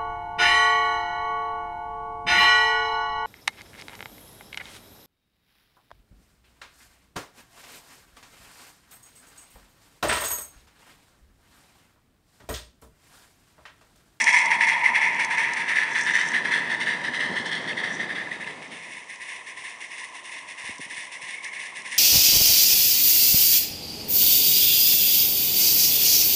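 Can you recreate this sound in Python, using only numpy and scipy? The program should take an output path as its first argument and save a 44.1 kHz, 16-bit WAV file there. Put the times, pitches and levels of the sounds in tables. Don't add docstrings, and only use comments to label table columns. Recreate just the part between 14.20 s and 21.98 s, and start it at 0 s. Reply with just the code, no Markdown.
import sys
import numpy as np
from scipy import signal
from scipy.fft import rfft, irfft
from scipy.io import wavfile
from scipy.ndimage import uniform_filter1d

SR = 44100
rng = np.random.default_rng(int(sys.argv[2]) if len(sys.argv) > 2 else 0)


def waveform_to_disk(signal):
    frames = np.transpose(np.atleast_2d(signal))
    scaled = np.clip(frames, -1, 1) * 32767
    samples = np.round(scaled).astype(np.int16)
    wavfile.write(sys.argv[1], SR, samples)


N = 343098
TAPS = 2048
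TIME_S = np.arange(N) / SR
FREQ_HZ = np.maximum(np.linspace(0, SR / 2, TAPS + 1), 1)

# t/s, position (0 beside the engine, 1 behind, 2 far in front)
VIEWPOINT = [(0, 0), (.9, .05), (1.9, .9), (4.0, 1.05), (4.65, 2)]
# t/s, chimney level/dB, jet level/dB
TURNS_AWAY = [(-.04, -16, -31.5), (.307, -19.5, -36), (.637, -18.5, -38.5), (0.991, -21.5, -38),
              (1.365, -20.5, -36.5), (1.751, -20.5, -34.5), (2.135, -21, -34.5), (2.496, -25, -35.5),
              (2.838, -25.5, -36), (3.159, -27.5, -33.5), (3.473, -28, -37.5), (3.796, -27.3, -40.5),
              (4.112, -33.5, -45.5), (4.418, -41, -51)]
TURNS_TOWARD = [(4.515, -41.5, -48.5), (4.89, -37, -45), (5.265, -38.5, -44.5), (5.605, -37.5, -43.5),
                (5.941, -40.5, -44.5), (6.278, -37, -43), (6.604, -37, -41), (6.919, -38, -42),
                (7.232, -36, -42.5), (7.553, -36, -40.5)]
# start/turns, open/turns, chimney level/dB, jet level/dB
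BEATS_AWAY = [(0, 0.15, 0, 0), (0.303, 0.13, 0, 1), (0.489, 0.21, 0.26, 0.5), (.71, 0.24, -6.5, -10.5)]
BEATS_TOWARD = [(0, 0.16, 0, 0.5), (.303, 0.18, -0.3, 0), (.508, .214, 1.5, 2.2), (.705, 0.15, -5, -4.5)]
# t/s, level/dB
BEAT_ACCENTS = [(.41, 2.5), (.64, 0.5), (1.36, -1.5), (2.25, -3), (2.33, 2), (2.67, 1.5), (3.25, -2.5),
                (3.8, 1.5), (3.89, -1), (7.71, 2)]
# f/Hz, width/Hz, level/dB
CHIMNEY_BESIDE = [(1810, 153, -2.5), (2080, 253, 1.5), (2440, 410, -10.5), (1920, 1800, -25)]
CHIMNEY_BEHIND = [(1791, 187, -3.5), (2037, 133, -5), (2660, 126, -27), (1597, 1210, -24)]
CHIMNEY_FAR = [(1851, 252, 3), (2035, 144, 6), (2195, 75, 5), (2490, 260, -1.5)]
# f/Hz, width/Hz, level/dB
JET_BESIDE = [(3315, 153, 0.5), (4050, 1060, -11.5), (5640, 710, -8), (7750, 2200, -19), (9280, 500, -11)]
JET_BEHIND = [(3296, 750, 3.5), (4090, 1020, -7.5), (5350, 1100, -9.5), (7100, 3050, -24.5),
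              (8870, 1270, -15)]
JET_FAR = [(2785, 334, 6.5), (3510, 410, 3.5), (4190, 490, -5.5), (5520, 1140, -2), (8050, 3200, -7.5),
           (9420, 650, 0.3), (8720, 220, -1)]
# t/s, level/dB
BURNER_LEVEL = [(0, -28), (.45, -28), (.8, -30), (1.5, -39.5), (2.1, -38.5), (3.3, -42.5), (4.5, -52),
                (5.2, -47), (6.5, -45.5), (7.1, -48), (7.78, -46)]
# f/Hz, width/Hz, level/dB
FLUE_NEAR = [(941.5, 90, 3), (873, 410, -12.5)]
FLUE_FAR = [(1014, 122, 4.5), (860, 490, -7)]
# t/s, level/dB
ROLLING_LEVEL = [(0, -52), (.8, -50.5), (2.0, -45.5), (3.5, -42), (3.9, -44.5), (4.5, -50.5), (4.9, -66),
                 (5.3, -77), (7.78, -62)]
# f/Hz, level/dB
WAGON_SPECTRUM = [(40, -42), (70, -22.5), (120, -9.5), (165, 0.5), (250, -1.5), (330, -3), (600, -4.5),
                  (1000, -7), (1400, -12), (2500, -20.5), (5000, -22.5), (10000, -47)]
# t/s, length/s, level/dB
FLANGE_RUBS = [(0, 0.2, -35), (1.75, 0.34, -43), (3.736, 0.027, -46.5)]
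# f/Hz, width/Hz, level/dB
WHEEL_MODES = [(5550, 130, 0.5), (5870, 90, 3.5), (6190, 32, 5), (5740, 1160, -4.5), (7360, 710, -9.5),
               (8480, 1150, -11), (9500, 360, -11)]
# f/Hz, level/dB
AIR_SPECTRUM = [(30, -38), (70, -14.5), (150, -11), (230, -7), (320, -5), (700, -4.5), (1400, -20),
                (2000, -5), (3000, -5), (4600, -20.5), (9500, -17), (11000, -18)]
# t/s, level/dB
RAIL_JOINTS = [(0.042, -11.5), (0.189, -16), (0.2586, -18.5), (0.473, -25), (0.4904, -17.5), (0.815, -34),
               (0.9464, -28), (0.9996, -22), (1.048, -18), (1.183, -26), (1.3354, -19), (2.1181, -25),
               (2.817, -38), (3.2645, -27), (4.9584, -33), (6.5824, -30), (7.2464, -19.5), (7.6201, -30),
               (7.7134, -26)]
CHIMNEY_POPS = [(0.0687, -10.5), (0.3167, -9), (0.4087, -9), (0.4864, -13), (0.7435, -31), (0.7602, -12),
                (1.564, -26), (1.7578, -32), (1.8642, -14), (1.937, -12.5), (1.9537, -13), (2.008, -13),
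                (2.846, -17), (2.9362, -23), (4.1147, -22), (4.2743, -18.5), (5.372, -32), (6.376, -36),
                (6.7087, -29), (7.2514, -30), (7.331, -32)]
COUPLING_KNOCKS = [(1.73, -36), (2.14, -30), (2.475, -31.5), (2.89, -26.5), (3.115, -26), (3.2, -28),
                   (3.465, -40), (3.54, -31.5)]
CHAIN_CLINKS = [(3.5294, -28), (4.2438, -29), (7.2464, -39)]
MIC_BUMPS = [(6.44, -49), (6.493, -36), (6.594, -32), (6.662, -47), (6.726, -46), (6.78, -48), (7.03, -48)]
# f/Hz, width/Hz, level/dB
BUMP_MODES = [(218, 190, -4), (109, 110, -4.5)]
# f/Hz, width/Hz, level/dB
SINGING_MODE = [(2185, 150, 0)]


def undb(db):
    return 10 ** (np.asarray(db) / 20)


def curve(rows):
    return np.interp(TIME_S, *np.transpose(rows))


def unit_rms(x):
    return x / np.sqrt(np.mean(x ** 2))


def resonances(rows, order=6):
    steep = 2 ** (1 / order) - 1
    power = sum(undb(db) ** 2 / (1 + steep * ((FREQ_HZ - hz * hz / FREQ_HZ) / width_hz) ** 2) ** order
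                for hz, width_hz, db in rows)
    return np.sqrt(power)


def slopes(rows):
    hz, db = np.transpose(rows)
    return undb(np.interp(np.log(FREQ_HZ), np.log(hz), db))


def response(spectrum):
    cepstrum = irfft(np.log(unit_rms(spectrum) + 1e-3))
    cepstrum[1:TAPS] *= 2
    cepstrum[TAPS + 1:] = 0
    return irfft(np.exp(rfft(cepstrum)))[:TAPS]


def ring(x, spectrum):
    return signal.oaconvolve(x, response(spectrum))[:N]


def flutter(rate_hz, spread_db):
    hold = max(int(SR / rate_hz), 1)
    steps = np.repeat(rng.standard_normal(N // hold + 1), hold)[:N]
    return undb(spread_db * unit_rms(uniform_filter1d(steps, hold)))


def grainy(rate_hz, spread_db, share):
    sizes = undb(spread_db * np.clip(rng.standard_normal(N), -2, 2)) * rng.choice([-1, 1], N)
    grains = unit_rms(sizes * (rng.random(N) < rate_hz / SR))
    return np.sqrt(share) * grains + np.sqrt(1 - share) * rng.standard_normal(N)


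def strike(rows, spectrum, chatter, chatter_s):
    blows = np.zeros(N)
    age_s = TIME_S[:SR // 20]
    for start_s, db in rows:
        force = (age_s == 0) + chatter * np.exp(-age_s / chatter_s) * rng.standard_normal(len(age_s))
        blows[max(int(start_s * SR), 0):][:len(age_s)] += undb(db) * force
    return ring(blows, spectrum) / np.abs(response(spectrum)).max()


def ring_by_view(x, beside, behind, far):
    view = curve(VIEWPOINT)
    return sum(np.sqrt(np.maximum(1 - abs(view - position), 0)) * ring(x, resonances(modes))
               for position, modes in enumerate((beside, behind, far)))


def train_bounce(x, gain, near_s=.0038, far_s=.000691, shrink_s=1.27):
    strength = gain * np.clip(2 - curve(VIEWPOINT), 0, 1)
    lag_s = far_s + (near_s - far_s) * np.exp(-TIME_S / shrink_s)
    echo = np.interp(TIME_S - lag_s, TIME_S, x, left=0)
    return (x + strength * echo) / np.sqrt(1 + strength ** 2)


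def turn_lengths_s(turns):
    gaps_s = np.diff(np.array(turns)[:, 0])
    return np.append(gaps_s, gaps_s[-1])


def steam_flow(column, open_s, close_s, sag_db, leak_db):
    power = np.zeros(N)
    for turns, beats in ((TURNS_AWAY, BEATS_AWAY), (TURNS_TOWARD, BEATS_TOWARD)):
        turns, lengths_s = np.array(turns), turn_lengths_s(turns)
        starts_s = turns[:, 0]
        running = (TIME_S >= starts_s[0]) & (TIME_S < starts_s[-1] + lengths_s[-1])
        effort_db = np.interp(TIME_S, starts_s + lengths_s / np.e, turns[:, column])
        run_power = running * undb(leak_db) ** 2
        for start_s, turn_s in zip(starts_s, lengths_s):
            for beat in beats:
                onset_s, length_s = start_s + beat[0] * turn_s, beat[1] * turn_s
                accent_db = sum(db for at_s, db in BEAT_ACCENTS if abs(at_s - onset_s) < .03)
                span = slice(max(int((onset_s - open_s / 2) * SR), 0), int(onset_s * SR) + SR // 3)
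                age_s = TIME_S[span] - onset_s
                opening = np.sin(np.pi / 2 * np.clip(age_s / open_s + .5, 0, 1)) ** 2
                closing = np.exp(-np.maximum(age_s - length_s, 0) / close_s)
                level_db = beat[1 + column] + accent_db - sag_db * (age_s / length_s - .5)
                run_power[span] += (opening * closing * undb(level_db)) ** 2
        power += run_power * undb(effort_db) ** 2
    return np.sqrt(power)


def chimney(gain_db=-1.16):
    droplet_share = np.interp(curve(VIEWPOINT), [0, 1, 2], [.38, .4, .1])
    flow = steam_flow(column=1, open_s=.022, close_s=.015, sag_db=3.5, leak_db=-8.5)
    blast = flow * grainy(rate_hz=600, spread_db=2, share=droplet_share)
    return undb(gain_db) * ring_by_view(blast, CHIMNEY_BESIDE, CHIMNEY_BEHIND, CHIMNEY_FAR)


def nozzle_hiss(gain_db=-1.37):
    flow = steam_flow(column=2, open_s=.024, close_s=.016, sag_db=4.5, leak_db=-10)
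    jet = flow * grainy(rate_hz=900, spread_db=8, share=.26)
    hiss = ring_by_view(jet, JET_BESIDE, JET_BEHIND, JET_FAR)
    return undb(gain_db) * train_bounce(hiss, gain=.48)


def burner():
    flame = rng.standard_normal(N) * flutter(rate_hz=14, spread_db=.95)
    return ring_by_view(flame, FLUE_NEAR, FLUE_NEAR, FLUE_FAR) * undb(curve(BURNER_LEVEL) - 2.5)


def wagon_rumble():
    grit = grainy(rate_hz=350, spread_db=1.5, share=.31) * flutter(rate_hz=12, spread_db=1)
    return ring(grit, slopes(WAGON_SPECTRUM)) * undb(curve(ROLLING_LEVEL) + 4)


def flange_scrape(attack_s=.095, release_s=.029, contact_db=-62.5):
    pressure = undb(contact_db)
    for start_s, length_s, db in FLANGE_RUBS:
        age_s = TIME_S - start_s
        build = np.clip(1 + age_s / attack_s, 0, 1)
        release = np.exp(-np.maximum(age_s - length_s, 0) / release_s)
        pressure = pressure + undb(db) * build * release
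    friction = grainy(rate_hz=330, spread_db=7, share=.64) * flutter(rate_hz=40, spread_db=2.2)
    return train_bounce(ring(friction, resonances(WHEEL_MODES)), gain=.5) * pressure


def garden_air(level_db=-51.5):
    air = ring(rng.standard_normal(N), slopes(AIR_SPECTRUM))
    return air * undb(level_db) * flutter(rate_hz=5.3, spread_db=.5)


def knocks(gain_db=-2.5, rod_phase_turns=.18, rod_db=-17):
    rods = [(start_s + rod_phase_turns * turn_s, chimney_db + rod_db)
            for (start_s, chimney_db, _), turn_s in zip(TURNS_AWAY, turn_lengths_s(TURNS_AWAY))]
    body = resonances([(234, 19, 6), (209, 310, -10)])
    return undb(gain_db) * strike(COUPLING_KNOCKS + rods, body, chatter=.005, chatter_s=.004)


def joint_clicks():
    wheel = resonances(WHEEL_MODES + [(5400, 3800, -5.5)])
    return strike(RAIL_JOINTS, wheel, chatter=.12, chatter_s=.003)


def chimney_pops(gain_db=-2):
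    pipe = resonances([(1810, 180, 7), (2440, 2000, -20)])
    return undb(gain_db) * strike(CHIMNEY_POPS, pipe, chatter=.043, chatter_s=.0072)


def chain_clinks(gain_db=1.5):
    link = resonances([(2620, 290, 0)])
    return undb(gain_db) * strike(CHAIN_CLINKS, link, chatter=.02, chatter_s=.002)


def mic_bumps():
    return strike(MIC_BUMPS, resonances(BUMP_MODES), chatter=.074, chatter_s=.006)


def chimney_singing(centre_s=7.27, half_width_s=.27, level_db=-42):
    swell = np.exp(-((TIME_S - centre_s) / half_width_s) ** 4)
    return ring(rng.standard_normal(N), resonances(SINGING_MODE)) * swell * undb(level_db)


def scene():
    running = chimney() + nozzle_hiss() + burner() + wagon_rumble() + flange_scrape() + garden_air()
    impacts = knocks() + joint_clicks() + chimney_pops() + chain_clinks() + mic_bumps()
    return (running + impacts + chimney_singing())[None]


def record(dry, rolloff_hz=10100, cutoff_hz=11000):
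    soft = signal.sosfilt(signal.butter(8, rolloff_hz, fs=SR, output="sos"), dry)
    return signal.sosfilt(signal.ellip(10, .2, 80, cutoff_hz, fs=SR, output="sos"), soft)


dry = scene()
out = record(dry)
waveform_to_disk(out)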